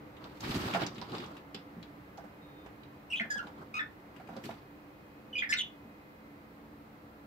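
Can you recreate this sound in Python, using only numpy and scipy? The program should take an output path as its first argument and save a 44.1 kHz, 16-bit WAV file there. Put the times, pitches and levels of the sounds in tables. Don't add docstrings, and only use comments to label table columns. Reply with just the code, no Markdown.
import sys
import numpy as np
from scipy import signal
from scipy.fft import rfft, irfft
from scipy.io import wavfile
from scipy.ndimage import uniform_filter1d

SR = 44100
rng = np.random.default_rng(int(sys.argv[2]) if len(sys.argv) > 2 else 0)


def bounce(signal):
    frames = np.transpose(np.atleast_2d(signal))
    limited = np.clip(frames, -1, 1)
    pcm = np.round(limited * 32767).astype(np.int16)
    wavfile.write(sys.argv[1], SR, pcm)


N = 320166
T = np.arange(N) / SR
TOP_HZ = 15620


def chirps():
    # (start_s, length_s, first_pitch_hz, last_pitch_hz, level_db, swell_over_note_db,
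    #  second_partial_db, higher_partials_db, roughness 0-1, throb_depth 0-1)
    notes = [(2.414, 0.25, 3780, 3600, -70.5, -3, -26, -19, 0.14, 0.1),
             (3.099, 0.024, 2744, 2736, -43, 13, -13, -16, 0.14, 0.25),
             (3.119, 0.017, 2930, 2770, -32.5, 0, -35, -29, 0.26, 0.3),
             (3.13, 0.054, 2549, 2523, -38, -23.5, -35, -29, 0.03, 0),
             (3.155, 0.041, 3170, 3144, -37.5, -6, -25, -27, 0.77, 0.02),
             (3.194, 0.025, 2097, 2040, -30, -3, -24, -35, 0.63, 0.5),
             (3.213, 0.023, 1810, 1680, -36.5, -24, -36, -33, 0.38, 0.4),
             (3.3, 0.053, 1684, 1634, -34.5, -8, -25.5, -16, 0.03, 0.1),
             (3.347, 0.036, 1657, 1672, -37.5, -1, -20.5, -24, 0, 0),
             (3.377, 0.013, 1650, 1400, -37, -2, -17, -17.5, 0, 0.1),
             (3.387, 0.022, 1403, 1390, -41, -16, -11.5, -19, 0.05, 0.45),
             (3.738, 0.051, 1230, 1271, -37.5, 1, -0.5, -15, 0.06, 0.44),
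             (3.789, 0.034, 1823, 1723, -30.5, -5, -15.5, -32.5, 0.3, 0.52),
             (5.327, 0.048, 2970, 2940, -41, 0, -29, -44, 0.08, 0),
             (5.351, 0.048, 2435, 2470, -30.5, 5, -26, -34.5, 0.05, 0.78),
             (5.381, 0.04, 3340, 3210, -42.5, -12, -16.5, -41, 0.7, 0),
             (5.419, 0.022, 1907, 2410, -26.5, 6, -32, -41, 0.66, 0.56),
             (5.438, 0.015, 1900, 1830, -35, -9, -25, -40, 0.2, 0.39),
             (5.489, 0.036, 1744, 1780, -36, 9, -17, -8, 0.3, 0),
             (5.522, 0.032, 2537, 2770, -33.5, -19, -16, -16, 0.9, 0.04),
             (5.524, 0.033, 2055, 2050, -29.5, -14, -12.5, -25, 0.49, 0.3),
             (5.534, 0.012, 1440, 1500, -33.5, -17, -11, -6, 0.09, 0.9),
             (5.567, 0.025, 3790, 3600, -36.5, -1, -12, -24, 0.26, 0.2),
             (5.583, 0.0446, 3392, 3036, -35.5, -15, -13.5, -23, 0.96, 0),
             (5.605, 0.017, 3100, 2810, -35, -5, -34.5, -23.5, 0.3, 0),
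             (5.628, 0.083, 3450, 3420, -53.5, -15, -27, -24, 0, 0.39)]
    throb_hz, rasp_hz, rasp_rise_hz = 81, 206, 187
    partial_fall_db = -4.5
    air_db, air_follows = -6.5, 0.65
    dip_hz, dip_width_hz, dip_db = 4900, 180, -0.5
    lag_s, pan_db = 0.0003445, 0.4
    out = np.zeros((2, N))
    for start, length, hz0, hz1, db, swell_db, second_db, high_db, rough, depth in notes:
        n = int(length * SR)
        u = np.arange(n) / n
        pitch = (hz0 + (hz1 - hz0) * u) * (1 + 0.0085 * walk(165, n))
        phase = 2 * np.pi * np.cumsum(pitch) / SR

        throb = 1 - np.clip(depth, 0, 1) * np.cos(np.pi * throb_hz * length * u) ** 2
        edges = np.minimum(1, np.minimum(u, 1 - u) * length / 0.0056)
        shape = np.sin(np.pi / 2 * edges) ** 2 * undb(swell_db * (u - .5)) * throb

        rasp = (rasp_hz + rasp_rise_hz * rough) * (1 + 0.12 * walk(195, n))
        swing = np.sin(2 * np.pi * np.cumsum(rasp) / SR)

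        air_points = [(1500, -18), (3500, -1), (8000, -4.5), (13000, -3)]  # (pitch_hz, level_db)
        air = unit(colour(rng.standard_normal((2, n)), air_points))
        x = undb(air_db + air_follows * high_db) * air
        partials_db = np.r_[0, second_db, high_db + partial_fall_db * np.arange(5)]
        for k, partial_db in enumerate(partials_db, 1):
            if k * hz0 >= TOP_HZ:
                continue
            partial_db = partial_db + dip_db * np.exp(-((k * hz0 - dip_hz) / dip_width_hz) ** 2)
            share = np.clip(rough + 0.18 * (k - 1), 0, 1)
            jitter = walk(900, n) + 1j * walk(900, n)
            buzz = 0.45 * np.exp(1j * 1.49 * swing) + 0.53 * jitter
            flutter_db = min(k, 3) * walk(90, n)
            carrier = undb(partial_db + flutter_db) * (np.sqrt(1 - share) + np.sqrt(share) * buzz)
            lead = np.array([[2 * np.pi * k * hz0 * lag_s], [0]])
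            x = x + np.sqrt(2) * np.real(carrier * np.exp(1j * (k * phase + lead)))
        add(out, start, undb(db) * shape * x, pan_db)
    return out


def wings():
    # (start_s, feather_hiss_db, air_thump_db)
    downstrokes = [(0.438, -45.5, -45), (0.4903, -52, -37.5), (0.552, -47.5, -32.5), (0.606, -45.5, -38.5),
                   (0.6554, -44, -38), (0.737, -39, -60), (0.809, -40.5, -42), (0.8644, -50, -51)]
    # (pitch_hz, level_db)
    feather_colour = [(880, -46), (1500, 14), (4370, 1), (5260, 2.5), (7720, -36), (9120, -58),
                      (12000, -29), (15600, 2)]
    hiss, thump = np.zeros((2, N))
    for start, hiss_db, thump_db in downstrokes:
        hiss += undb(hiss_db) * np.exp(-((T - start - .012) / 0.022) ** 2)
        thump += undb(thump_db) * np.exp(-((T - start - .01) / 0.019) ** 2)
    return hiss * wide_noise(feather_colour) + thump * wide_noise(band(52, 295, -31.5))


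def ticks():
    # (start_s, level_db, pitch_hz)
    clear_ticks = [(0.1673, -50, 3200), (0.24, -44, 4130), (0.4056, -40.5, 6200), (0.449, -41, 3190),
                   (0.5086, -34, 4100), (0.5627, -39, 2840), (0.619, -40, 3060), (0.7105, -36.5, 3200),
                   (0.7369, -28.5, 2820), (0.7464, -35.5, 2950), (0.818, -32.5, 3900),
                   (0.8331, -35.5, 3260), (0.8643, -33, 6040), (0.945, -53, 6600), (0.9807, -42, 3450),
                   (1.014, -38, 4400), (1.096, -46.5, 4100), (1.118, -42, 4000), (1.1492, -38, 4060),
                   (1.1814, -38.5, 4130), (1.2, -41.5, 3050), (1.24, -42.5, 3380), (1.2608, -51, 6500),
                   (1.367, -46, 2600), (1.5451, -35, 4140), (1.5894, -54, 2860), (1.827, -44.5, 3920),
                   (2.174, -50.5, 5830), (2.6613, -49, 2640), (2.8326, -52.5, 3800), (3.469, -49, 3380),
                   (4.163, -51.5, 2600), (4.2735, -52, 2490), (4.365, -48, 4470), (4.439, -42, 2560),
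                   (4.4885, -49.5, 3500), (4.5094, -43.5, 2460)]
    # (pitch_hz, level_db, ring_s to fall 60 dB)
    wire_tones = [(2920, -14, .08), (3850, -8, .07), (4900, -12, .09), (6000, -18, .08), (7300, -18, .09)]
    crack_s, pan_db = 0.043, -0.3
    strays_per_s, stray_db = 14, -1
    out = np.zeros((2, N))
    t = np.arange(int(.2 * SR)) / SR
    body, _, on = busy()
    at = np.flatnonzero(rng.random(N) < on * strays_per_s / SR)
    strays = []
    for i in at:
        level_db = body[i] + stray_db + 3 * rng.standard_normal()
        strays.append((i / SR, level_db, rng.uniform(2500, 4100)))

    snap = (1 - np.exp(-t / 0.00084)) * undb(-60 * t / crack_s)
    for start, db, hz in list(clear_ticks) + strays:
        points = [(hz / 3, -16), (hz / 2.8, -7), (hz, 0), (hz * 1.31, -7), (hz * 1.37, -20)]
        crack = burst(points, snap)
        wires = undb(-9.5) * ring(wire_tones, t, spread_db=4)
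        add(out, start, undb(db) * (crack + wires), pan_db + 3.6 * rng.standard_normal())
    return out


def knocks():
    # (start_s, level_db, pitch_hz, low_boom_db)
    landings = [(0.747, -20, 794, -23), (0.818, -30.5, 694, -30), (1.016, -38.5, 1080, -46),
                (1.122, -40.5, 414, -30), (1.546, -40, 430, -33.5), (1.765, -52, 511, -27.5),
                (2.179, -39, 720, -41), (2.24, -42.5, 729, -47), (2.662, -44, 480, -58),
                (3.204, -39.5, 716, -26), (3.248, -43.5, 630, -40), (3.356, -43.5, 570, -35.5),
                (3.471, -40, 820, -45), (4.199, -42.5, 725, -50), (4.288, -38, 744, -32),
                (4.328, -42, 726, -37), (4.365, -35, 545, -32.5), (4.492, -34.5, 780, -33.5),
                (5.847, -54, 490, -38), (7.234, -59, 506, -39.5)]
    # (pitch_hz, level_db, ring_s to fall 60 dB)
    perch_tones = [(500, -2, .05), (635, -5, .035), (775, 0, .07), (1100, -7, .03), (1400, -6, .04),
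                   (2300, -10, .02)]
    # (pitch_hz, level_db, ring_s to fall 60 dB)
    panel_tones = [(171.2, -4, 0.12), (221.8, 0, 0.14)]
    pan_db, shake_db, shake_s = -2, -13, 0.16
    out = np.zeros((2, N))
    t = np.arange(int(.3 * SR)) / SR
    touch = 1 - np.exp(-t / .0007)
    push = 1 - np.exp(-t / 0.012)
    rap_shape = touch * (undb(-60 * t / 0.091) + 1.72 * np.exp(-t / 0.0024))
    shake_shape = touch * undb(shake_db - 60 * t / shake_s)
    for start, db, hz, boom_db in landings:
        rap = burst(band(hz / 1.15, hz * 1.006, -46), rap_shape)
        rap = 0.41 * rap + .5 * rap[::-1]
        shake = burst(band(410, 1570, -21), shake_shape)
        perch = undb(-0.5) * touch * ring(perch_tones, t, spread_db=4.5)
        add(out, start, undb(db) * (undb(-5) * rap + perch + shake), pan_db)
        add(out, start, undb(boom_db) * push * ring(panel_tones, t, spread_db=10), 0)
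    return out


def bustle():
    rustle_db, treble_db, rumble_db = -3.5, -2.5, 2
    rustle_follows = 0.44
    body, bright, on = busy()
    crackle = grains(130, spread_db=3.0)
    treble = [(3000, -1), (6000, 1.5), (9000, -1), (12000, 6.5), (15500, 3)]  # (pitch_hz, level_db)
    layers = [(body, band(370, 1300, -31.5), grains(200, spread_db=3.0)),
              (body + rustle_db + rustle_follows * bright, band(1700, 4600, -46.5), crackle),
              (body + treble_db + bright, treble, np.sqrt(crackle)),
              (body + rumble_db, band(110, 382, -43), undb(2.0 * walk(40)))]
    return on * sum(undb(db) * texture * wide_noise(points) for db, points, texture in layers)


def busy():
    # (start_s, level_db, brightness_db)
    bouts = [
        [(0.12, -77, -10), (0.25, -56.5, -18), (0.395, -68, 5), (0.408, -59.5, 10), (0.435, -46.5, -5),
         (0.6, -43, -2.5), (0.72, -43, -7), (0.83, -41, -14), (0.9, -52, -15), (1.05, -55.5, -14),
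         (1.15, -46.5, -16), (1.42, -62.5, -11)],
        [(3.43, -53, -14), (3.48, -62, -10.5), (3.54, -66.5, -14), (3.62, -52.5, -37), (3.68, -72, -27)],
        [(4.1, -70, -20), (4.29, -58.5, -24), (4.432, -68.5, 5), (4.441, -52.5, 6), (4.51, -58.5, 0),
         (4.65, -71, -11)],
    ]
    start, level_db, bright_db = np.vstack(bouts).T
    on = sum((T > bout[0][0]) & (T < bout[-1][0]) for bout in bouts) * 1.
    on = uniform_filter1d(on, size=1500)
    return np.interp(T, start, level_db), np.interp(T, start, bright_db), on


def hush():
    # (pitch_hz, level_db)
    hush_colour = [(15, -63), (25, -21.5), (63, -8.5), (219, -6), (252, -20.5), (290, 3), (334, -10.5),
                   (423, -10.5), (549, -13), (900, -15.5), (1410, -22), (2050, -24), (7000, -48.5),
                   (9100, -53), (15400, -120)]
    # (pitch_hz, level_db, waver_hz)
    motor_tones = [(71.3, -78.5, 6.9), (133.7, -71.5, 6.6), (223, -67, 5.01), (287.8, -66, 13),
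                   (370, -79.5, 3), (510.6, -70, 4.02), (1213, -77, 0.66), (1354, -75.5, 1.31),
                   (2070, -75.5, 1.09), (2495, -78, 0.95)]
    rest_db, stir_db, settle_s = -56.5, 4.5, 8.7
    out = undb(rest_db + stir_db * np.exp(-T / settle_s)) * wide_noise(hush_colour)
    for hz, tone_db, waver_hz in motor_tones:
        waver = 1.0 + .5 * (walk(waver_hz) + 1j * walk(waver_hz))
        lead = np.array([[min(hz / 600, 2.2)], [0]])
        tone = np.real(waver * np.exp(1j * (2 * np.pi * hz * T + lead)))
        out = out + undb(tone_db) * np.sqrt(2) * tone
    return out


def room(x):
    fade_s, room_db = 0.21, -8.5
    t = np.arange(int(.5 * SR)) / SR
    fade = undb(-60 * t / fade_s)
    low = wide_noise([(100, -3), (1000, -5), (3500, -7.0), (6000, -52)])[:, :len(t)] * fade
    high = wide_noise([(2500, -14.5), (5000, 0), (14000, -29.5)])[:, :len(t)] * undb(-4.5) * fade
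    tail = unit((low + high) * np.minimum(t / 0.0045, 1)) / np.sqrt(len(t))
    return x + undb(room_db) * signal.fftconvolve(x, tail, axes=1)[:, :N]


def undb(db):
    return 10 ** (np.asarray(db) / 20)


def unit(x):
    return x / np.sqrt(np.mean(np.abs(x) ** 2))


def colour(x, points):
    hz, db = np.transpose(points)
    bins = np.maximum(np.fft.rfftfreq(x.shape[-1], 1 / SR), 1)
    gain = undb(np.interp(np.log(bins), np.log(hz), db))
    return irfft(rfft(x) * gain, x.shape[-1])


def wide_noise(points):
    # (pitch_hz, side_minus_mid_db)
    width_points = [(60, -22), (110, -18.5), (200, -17), (380, -8), (700, -2.5), (1290, 2.5), (2380, 0),
                    (4400, -0.5), (8120, 0.5), (15000, -0.5)]
    mid, side = colour(rng.standard_normal((2, N)), points)
    side = colour(side, width_points)
    return np.array([mid + side, mid - side]) / np.std(mid)


def band(lo_hz, hi_hz, skirt_db):
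    return [(lo_hz / 2, skirt_db), (lo_hz, 0), (hi_hz, 0), (hi_hz * 2, skirt_db)]


def walk(rate, count=N):
    k = max(int(SR / rate), 1)
    steps = np.repeat(rng.standard_normal(count // k + 3), k)
    return 1.53 * uniform_filter1d(uniform_filter1d(steps, k), k)[k:k + count]


def add(out, start, x, pan_db):
    i = int(start * SR)
    x = x * undb(np.array([[pan_db], [-pan_db]]) / 2)
    out[:, i:i + x.shape[1]] += x[:, :N - i]


def ring(modes, t, spread_db):
    hz, db, ring_s = np.transpose(modes)[:, :, None]
    level_chance, pitch_chance = rng.standard_normal((2, len(modes), 1))
    level = undb(db + spread_db * level_chance - 60 * t / ring_s)
    tones = level * np.sin(2 * np.pi * hz * (1 + 0.023 * pitch_chance) * t)
    x = tones.sum(axis=0)
    return x / np.abs(x).max()


def grains(rate, spread_db):
    when, size = rng.random((2, N))
    hits = (when < rate / SR) * undb(-spread_db * np.log(1 - size))
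    fade = np.exp(-1 / (0.0096 * SR))
    return unit(1.3 + signal.lfilter([1], [1, -fade], hits))


def burst(points, envelope):
    x = colour(rng.standard_normal((2, len(envelope))), points) * envelope
    return x * np.sqrt(np.sum(envelope ** 2) / np.sum(x ** 2, axis=1, keepdims=True))


def scene():
    return room(chirps() + ticks() + knocks()) + wings() + bustle() + hush()


def record(dry):
    # (pitch_hz, level_db)
    opening = [(20, -11), (45, 0), (6000, -1), (8000, -5.5), (9800, -13), (12000, -8.5), (16000, -14.5)]
    # (pitch_hz, left_minus_right_db)
    left_lean = [(200, -0.5), (400, -1), (4000, -1.5), (5000, -3), (6300, 1.5), (7800, 11.5), (9300, 9),
                 (11200, 7), (13500, 4)]
    # (pitch_hz, level_db)
    hiss_colour = [(2350, -41), (4000, 0), (5900, -11), (6650, -10), (8020, -10.5), (9100, -13),
                   (12800, -4), (15600, -3.5)]
    hiss_db = -73.5
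    hz, lean_db = np.transpose(left_lean)
    sides = [colour(x, np.transpose([hz, sign * lean_db / 2])) for x, sign in zip(dry, (1, -1))]
    heard = colour(np.array(sides), opening) + undb(hiss_db) * wide_noise(hiss_colour)
    return signal.sosfilt(signal.ellip(10, .2, 70, TOP_HZ, fs=SR, output="sos"), heard)


dry = scene()
out = record(dry)
bounce(out)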